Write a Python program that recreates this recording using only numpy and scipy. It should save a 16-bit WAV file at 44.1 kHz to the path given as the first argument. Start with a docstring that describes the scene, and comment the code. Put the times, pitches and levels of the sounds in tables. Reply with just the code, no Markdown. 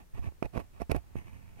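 """Pick on a microphone grille.

A wooden pick rubs, scrapes and pokes the mesh grille of the right capsule of a stereo microphone.
Contact is pulses, impulses and random slips, shaped by source spectra and resonances.
The right capsule hears it directly; the left hears mostly the ringing metal frame, plus a treble leak.
The soft mount rocks as decaying sines and slow noise, opposite in the two capsules, over faint hiss."""
import sys
import numpy as np
from scipy.fft import rfft, irfft, next_fast_len
from scipy.io import wavfile
from scipy.ndimage import map_coordinates

SR = 44100
rng = np.random.default_rng(int(sys.argv[2]) if len(sys.argv) > 2 else 0)


def output_pcm(signal):
    """Save a mono or channel-first signal as 16-bit PCM at the path in sys.argv[1].

    Samples are clipped to [-1, 1] before scaling.
    """
    pcm = np.clip(np.atleast_2d(signal).T, -1, 1) * 32767
    wavfile.write(sys.argv[1], SR, np.round(pcm).astype(np.int16))


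N = 70560
T = np.arange(N) / SR  # time, s
M = next_fast_len(N + SR // 2)  # padded transform length, samples
HZ = np.fft.rfftfreq(M, 1 / SR)

REBOUND = 0.89  # swing back after a poke, as a share of the push
POKE_RING_DB = -18
# pokes, the tip slipping into the mesh: start_s (middle of the pulse), level_db, half_width_ms
POKE_EVENTS = [(.181, -39, 0.52), (0.288, -40, 0.35), (0.3227, -45.5, 0.34), (0.4262, -15.5, 0.35),
               (0.5613, -24.5, 0.54), (0.5702, -24.5, 0.24), (0.5765, -21, 0.24), (0.5784, -20.5, .7),
               (0.8061, -32, 1), (.8186, -23.5, 0.37), (0.8977, -22, 0.7), (.9010, -33, 0.45),
               (0.9054, -26, 0.4), (0.9195, -21.5, 0.43), (0.9478, -20.5, 0.33), (.9515, -23, 0.32),
               (0.955, -25.5, 1), (1.1566, -24.5, 0.51)]


def pokes():
    """Impulsive excitation: each push in and opposite swing back is a dull knock that rings the basket."""
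    push = np.zeros(N)
    for start_s, level_db, half_width_ms in POKE_EVENTS:
        u = (T - start_s) * 1000 / half_width_ms
        swing = u * np.exp(1 - np.abs(u))  # peaks of -1 and +1 at u = -1 and +1
        push += amp(level_db) * swing * np.where(u > 0, REBOUND, 1)
    return filtered(push, 1 + amp(POKE_RING_DB) * ringing(BASKET_MODES))


GRAINS_PER_S, SMOOTH_SHARE = 2200, 0.83
WIRES_PER_S, WIRE_DB = 380, -9.5  # wire catches, level relative to the slips
ATTACK_S = 0.0025
# scrapes across the mesh: start_s, length_s, first_db, last_db, treble_db (relative), release_s (60 dB)
SCRAPE_EVENTS = [(.426, 0.034, -36.5, -33, -35, 0.029), (.53, 0.051, -44.5, -27.5, -30.5, 0.017),
                 (0.59, 0.012, -37, -32.5, -27, 0.058), (0.799, 0.021, -38, -32.5, -27, 0.032),
                 (0.895, .026, -27, -31, -31, 0.074), (0.946, 0.018, -29, -29, -27, 0.05)]
# spectrum of wood dragged over the grille: frequency_hz, level_db (relative)
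GRILLE_SPECTRUM = [(30, -36.5), (90, 14.5), (250, 4), (500, 5.5), (700, 4.5), (900, -4.5), (1600, -14.5),
                   (2500, -15), (3300, -24.5), (6000, -31), (15000, -48)]


def scrapes():
    """Dry friction: slips and wire catches follow the contact pressure, which decays once the tip lets go."""
    body, treble = np.zeros(N), np.zeros(N)
    slips = friction(GRAINS_PER_S, SMOOTH_SHARE)
    for start_s, length_s, first_db, last_db, treble_db, release_s in SCRAPE_EVENTS:
        end_s = start_s + length_s
        level_db = np.interp(T, [start_s, end_s], [first_db, last_db])
        level_db -= 60 * np.maximum(T - end_s, 0) / release_s
        pressure = amp(level_db) * np.clip((T - start_s) / ATTACK_S, 0, 1)
        body += pressure * unit(slips + amp(WIRE_DB) * crossings(WIRES_PER_S))
        treble += amp(treble_db) * pressure * slips
    return filtered(body, basket(GRILLE_SPECTRUM)) + mesh(treble)


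CLICK_T60_S, CRACK_DB = 0.0085, 2.5  # crack energy relative to the impulse
# clicks of single wires: start_s, level_db, treble_db (relative)
CLICK_EVENTS = [(.4274, -28.5, -19), (.457, -40.5, -9.5), (0.576, -34.5, -32), (.8182, -33, -11),
                (.9130, -31.5, -9), (0.9156, -22.5, -7.5), (0.9177, -24, -12), (.9642, -38, -1.5)]
# spectrum of a wire snapping free: frequency_hz, level_db (relative)
SNAP_SPECTRUM = [(100, -68.5), (400, 3), (720, -1.5), (1100, -7), (1600, -9), (2400, -6.5), (3300, -21.5),
                 (6000, -29), (15000, -33.5)]


def clicks():
    """Sudden release: a wire snapping free of the tip gives an impulse and a very short noise crack."""
    body, treble = np.zeros(N), np.zeros(N)
    for start_s, level_db, treble_db in CLICK_EVENTS:
        burst = amp(level_db) * fade(start_s, CLICK_T60_S)
        body += amp(CRACK_DB) * burst * rng.standard_normal(N)
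        body[round(start_s * SR)] -= np.linalg.norm(burst)
        treble += amp(treble_db) * burst
    return filtered(body, basket(SNAP_SPECTRUM)) + mesh(treble * rng.standard_normal(N))


# light rubbing on the rim before, between and under the scrapes: time_s, level_db
RUB_LEVELS = [(0, -57), (.025, -58), (.058, -95), (.12, -95), (.145, -53), (.195, -49), (.21, -60),
              (.235, -50), (.275, -48), (.30, -66.5), (.325, -68), (.35, -80), (.52, -70), (.54, -53.5),
              (.61, -52), (.68, -77), (.71, -87), (.73, -65.5), (.795, -57.5), (.83, -53.5), (.86, -89),
              (.89, -84), (.91, -57), (.975, -53), (1.01, -70), (1.14, -66.5)]
# spectrum of wood on the rim: frequency_hz, level_db (relative)
RUB_SPECTRUM = [(40, -6), (150, 2), (300, 7.5), (550, -3.5), (700, 2), (900, -1.5), (1150, -1),
                (1500, -10.5), (2700, -8), (3300, -17), (4300, -23), (15000, -32.5)]


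def rim_rubbing():
    """Light sliding friction: the pick rubs the rim under a varying pressure."""
    return rubbing(RUB_LEVELS, RUB_SPECTRUM, [])


# the long slide that ends the gesture: time_s, level_db
SLIDE_LEVELS = [(1.14, -69), (1.16, -50), (1.185, -49), (1.235, -62), (1.275, -53.5), (1.315, -58.5),
                (1.345, -54.5), (1.41, -62.5), (1.47, -60.5), (1.55, -63.5), (1.6, -50.5)]
# spectrum of the slide: frequency_hz, level_db (relative)
SLIDE_SPECTRUM = [(40, -8.5), (180, 9.5), (500, -4), (950, -3.5), (1500, -13), (2200, -7), (2900, -11.5),
                  (3800, -28), (15000, -35)]
# faint whistle of the wooden pick: frequency_hz, width_hz, level_db
SHAFT_MODES = [(5850, 440, -10), (8770, 300, -8.5)]


def long_slide():
    """Friction-driven resonance: the sliding contact also excites a faint whistle of the pick."""
    return rubbing(SLIDE_LEVELS, SLIDE_SPECTRUM, SHAFT_MODES)


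RUB_GRAINS_PER_S, RUB_SMOOTH_SHARE = 900, 0.78
UNEVEN_DB, UNEVEN_PER_S = 0.6, 160  # stick and slip: depth and random knots a second
RUB_RING_DB, RUB_FRAME_DB, RUB_LEFT_DB = -5, 4.5, -21.5  # basket ring, frame to left, direct to left
SWAY_RUB_DB, SWAY_LEFT_DB = 10, -7.5  # rocking relative to the rubbing; left relative to right


def rubbing(levels, spectrum, whistle):
    """Stick-slip friction: uneven slips ring the basket and frame and rock the mount."""
    pressure = amp(np.interp(T, *np.transpose(levels), left=-np.inf, right=-np.inf))
    unevenness = amp(UNEVEN_DB * wobble(UNEVEN_PER_S))
    slips = pressure * unit(unevenness * friction(RUB_GRAINS_PER_S, RUB_SMOOTH_SHARE))
    rock = amp(SWAY_RUB_DB) * pressure * sway()
    contact = colour(spectrum) * (1 + amp(RUB_RING_DB) * ringing(BASKET_MODES))
    right = filtered(slips, contact + ringing(whistle))
    left = amp(RUB_FRAME_DB) * frame(right) - amp(RUB_LEFT_DB) * right
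    return np.array([left - amp(SWAY_LEFT_DB) * rock, right + rock])


def friction(rate, smooth):
    """Granular friction: random slips of wood on wire, rate a second, plus a share of smooth noise; rms 1."""
    slips = (rng.random(N) < rate / SR) * rng.choice([-1, 1], N)
    sizes = amp(GRAIN_SPREAD_DB * np.clip(rng.standard_normal(N), -2, 2))
    return unit(unit(slips * sizes) + smooth * rng.standard_normal(N))


GRAIN_SPREAD_DB = 6.5  # standard deviation before clipping
WIRE_JITTER = 0.22  # in wire spacings


def crossings(rate):
    """Periodic excitation with jitter: the tip catches on wire after wire at an uneven pace; rms 1."""
    k = np.arange(int(rate * N / SR))
    at = ((k + WIRE_JITTER * rng.standard_normal(len(k))) * SR / rate).astype(int)
    train = np.bincount(np.clip(at, 0, N - 1), minlength=N)
    return unit(train - train.mean())


# resonances of the grille basket: frequency_hz, width_hz, level_db
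BASKET_MODES = [(699, 51, -1.9), (1121, 55, 1.1), (2090, 85, 1), (2500, 276, -2)]


def basket(spectrum):
    """Source and resonator: a contact spectrum is multiplied by the modes of the grille basket."""
    return colour(spectrum) * (1 + ringing(BASKET_MODES)) / np.sqrt(2)


# treble spectrum of the mesh: frequency_hz, level_db (relative)
MESH_SPECTRUM = [(500, 6.5), (3000, 0.5), (5400, 0.5), (6800, -7.5), (8800, 1), (11500, 0), (12500, -3),
                 (14800, -12), (15800, -19)]
# resonances of the fine wires: frequency_hz, width_hz, level_db
WIRE_MODES = [(5620, 53, 6), (9700, 75, -26), (10700, 120, 5)]


def mesh(x):
    """Modal resonance: narrow modes of the fine wires colour the bright part of the contact."""
    return filtered(x, colour(MESH_SPECTRUM) * (1 + ringing(WIRE_MODES)))


WAVER_PER_S = 30  # random knots a second
# resonances of the metal frame: frequency_hz, width_hz, level_db, waver_radians
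FRAME_MODES = [(707, 20, -18, 0.95), (862, 63, 2.5, 1), (1838, 64, -3, 1), (2113, 215, -2, 0.26),
               (2545, 630, -12, 0.29)]


def frame(x):
    """Structure-borne transmission: frame modes carry x to the left, their phases wavering as the tip moves."""
    out = np.zeros(N)
    for k, (hz, width_hz, level_db, waver) in enumerate(FRAME_MODES):
        mode = ringing([(hz, width_hz, level_db)])
        ring, quarter_turned = filtered(x, mode * np.array([[1], [1j]]))
        turn = waver * wobble(WAVER_PER_S)
        out += (-1) ** k * (ring * np.cos(turn) + quarter_turned * np.sin(turn))  # alternate signs
    return out


def air_leak(x, level_db=-11.5, corner_hz=3900):
    """Airborne transmission: a first-order high-pass lets mainly the treble cross to the left capsule."""
    return filtered(x, amp(level_db) * 1j * HZ / (HZ + corner_hz))


JOLT_T60_S = 0.11
# the mount springs back as the tip lets go: start_s, level_db (right), pitch_hz, left_db (relative)
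JOLT_EVENTS = [(0.136, -28.5, 57, -4), (.193, -21, 57.4, -4.5), (.222, -26, 77, -4.5), (0.272, -23, 72, -7),
               (0.424, -37, 108, 1), (0.446, -24, 48.5, -7.5), (0.572, -28, 59, -31),
               (0.818, -25, 69.7, -11.5), (0.9136, -18, 75, -15.5), (0.9437, -23.5, 77.5, -12),
               (0.96, -18.5, 60, -12), (1.167, -24.5, 73.5, -4.5), (1.58, -36, 79.4, -15)]


def jolts():
    """Damped oscillation: low decaying sines of the mount, opposite in the two capsules."""
    out = np.zeros((2, N))
    for start_s, level_db, pitch_hz, left_db in JOLT_EVENTS:
        swing = amp(level_db) * fade(start_s, JOLT_T60_S) * np.sin(2 * np.pi * pitch_hz * (T - start_s))
        out += np.outer([amp(left_db), -1], swing)
    return out


# rocking of the mount: frequency_hz, level_db (relative)
SWAY_SPECTRUM = [(20, -38.5), (45, -9), (78, -5.5), (100, -0.5), (140, -11), (250, -17.5), (600, -54)]


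def sway():
    """Random vibration: low-frequency noise for the slow rocking of the mount, rms 1."""
    return unit(filtered(rng.standard_normal(N), colour(SWAY_SPECTRUM)))


HISS_DB = -56.5
# background hiss: frequency_hz, level_db (relative)
HISS_SPECTRUM = [(25, 36.5), (60, 37), (150, 22.5), (400, 14.5), (900, 9), (1800, 6.5), (3500, 0.5),
                 (15000, -2)]


def hiss():
    """Stationary noise: faint coloured noise, independent in the two capsules."""
    return amp(HISS_DB) * filtered(rng.standard_normal((2, N)), colour(HISS_SPECTRUM))


def amp(db):
    """Logarithmic level: decibels to gain."""
    return 10 ** (np.asarray(db) / 20)


def unit(x):
    """Normalization: scale to rms 1."""
    return x / np.sqrt(np.mean(x ** 2) + 1e-20)


def filtered(x, response):
    """Linear filtering: x is multiplied by a frequency response in the spectrum."""
    return irfft(rfft(x, M) * response, M)[..., :N]


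def colour(points):
    """Minimum phase: a causal response of unit power through (frequency_hz, level_db) points."""
    hz, db = np.transpose(points)
    gain = unit(amp(np.interp(np.log(HZ + 1), np.log(hz), db)))
    cepstrum = irfft(np.log(gain), M)
    cepstrum[1:M // 2] *= 2  # fold onto positive time
    cepstrum[M // 2 + 1:] = 0
    return np.exp(rfft(cepstrum))


def ringing(modes):
    """Modal superposition: the summed response of damped resonances."""
    return sum(amp(db) * 1j * HZ * width / (hz * hz - HZ ** 2 + 1j * HZ * width)
               for hz, width, db in modes)


def fade(start, t60):
    """Exponential decay: silence, then a fall of 60 dB in t60 seconds from start."""
    return (T >= start) * amp(-60 * np.maximum(T - start, 0) / t60)


def wobble(rate):
    """Random modulation: a smooth curve through rate random knots a second."""
    return map_coordinates(rng.standard_normal(SR // 20), [T * rate], mode="mirror")


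def scene():
    """Superposition: contact on the right, frame and leak on the left, rubbing, mount and hiss in both."""
    right = pokes() + scrapes() + clicks()
    left = frame(right) + air_leak(right)
    return np.array([left, right]) + rim_rubbing() + long_slide() + jolts() + hiss()


def record(dry, top_hz=15800):
    """Band limiting: nothing passes at or above top_hz."""
    return filtered(dry, HZ < top_hz)


dry = scene()
out = record(dry)
output_pcm(out)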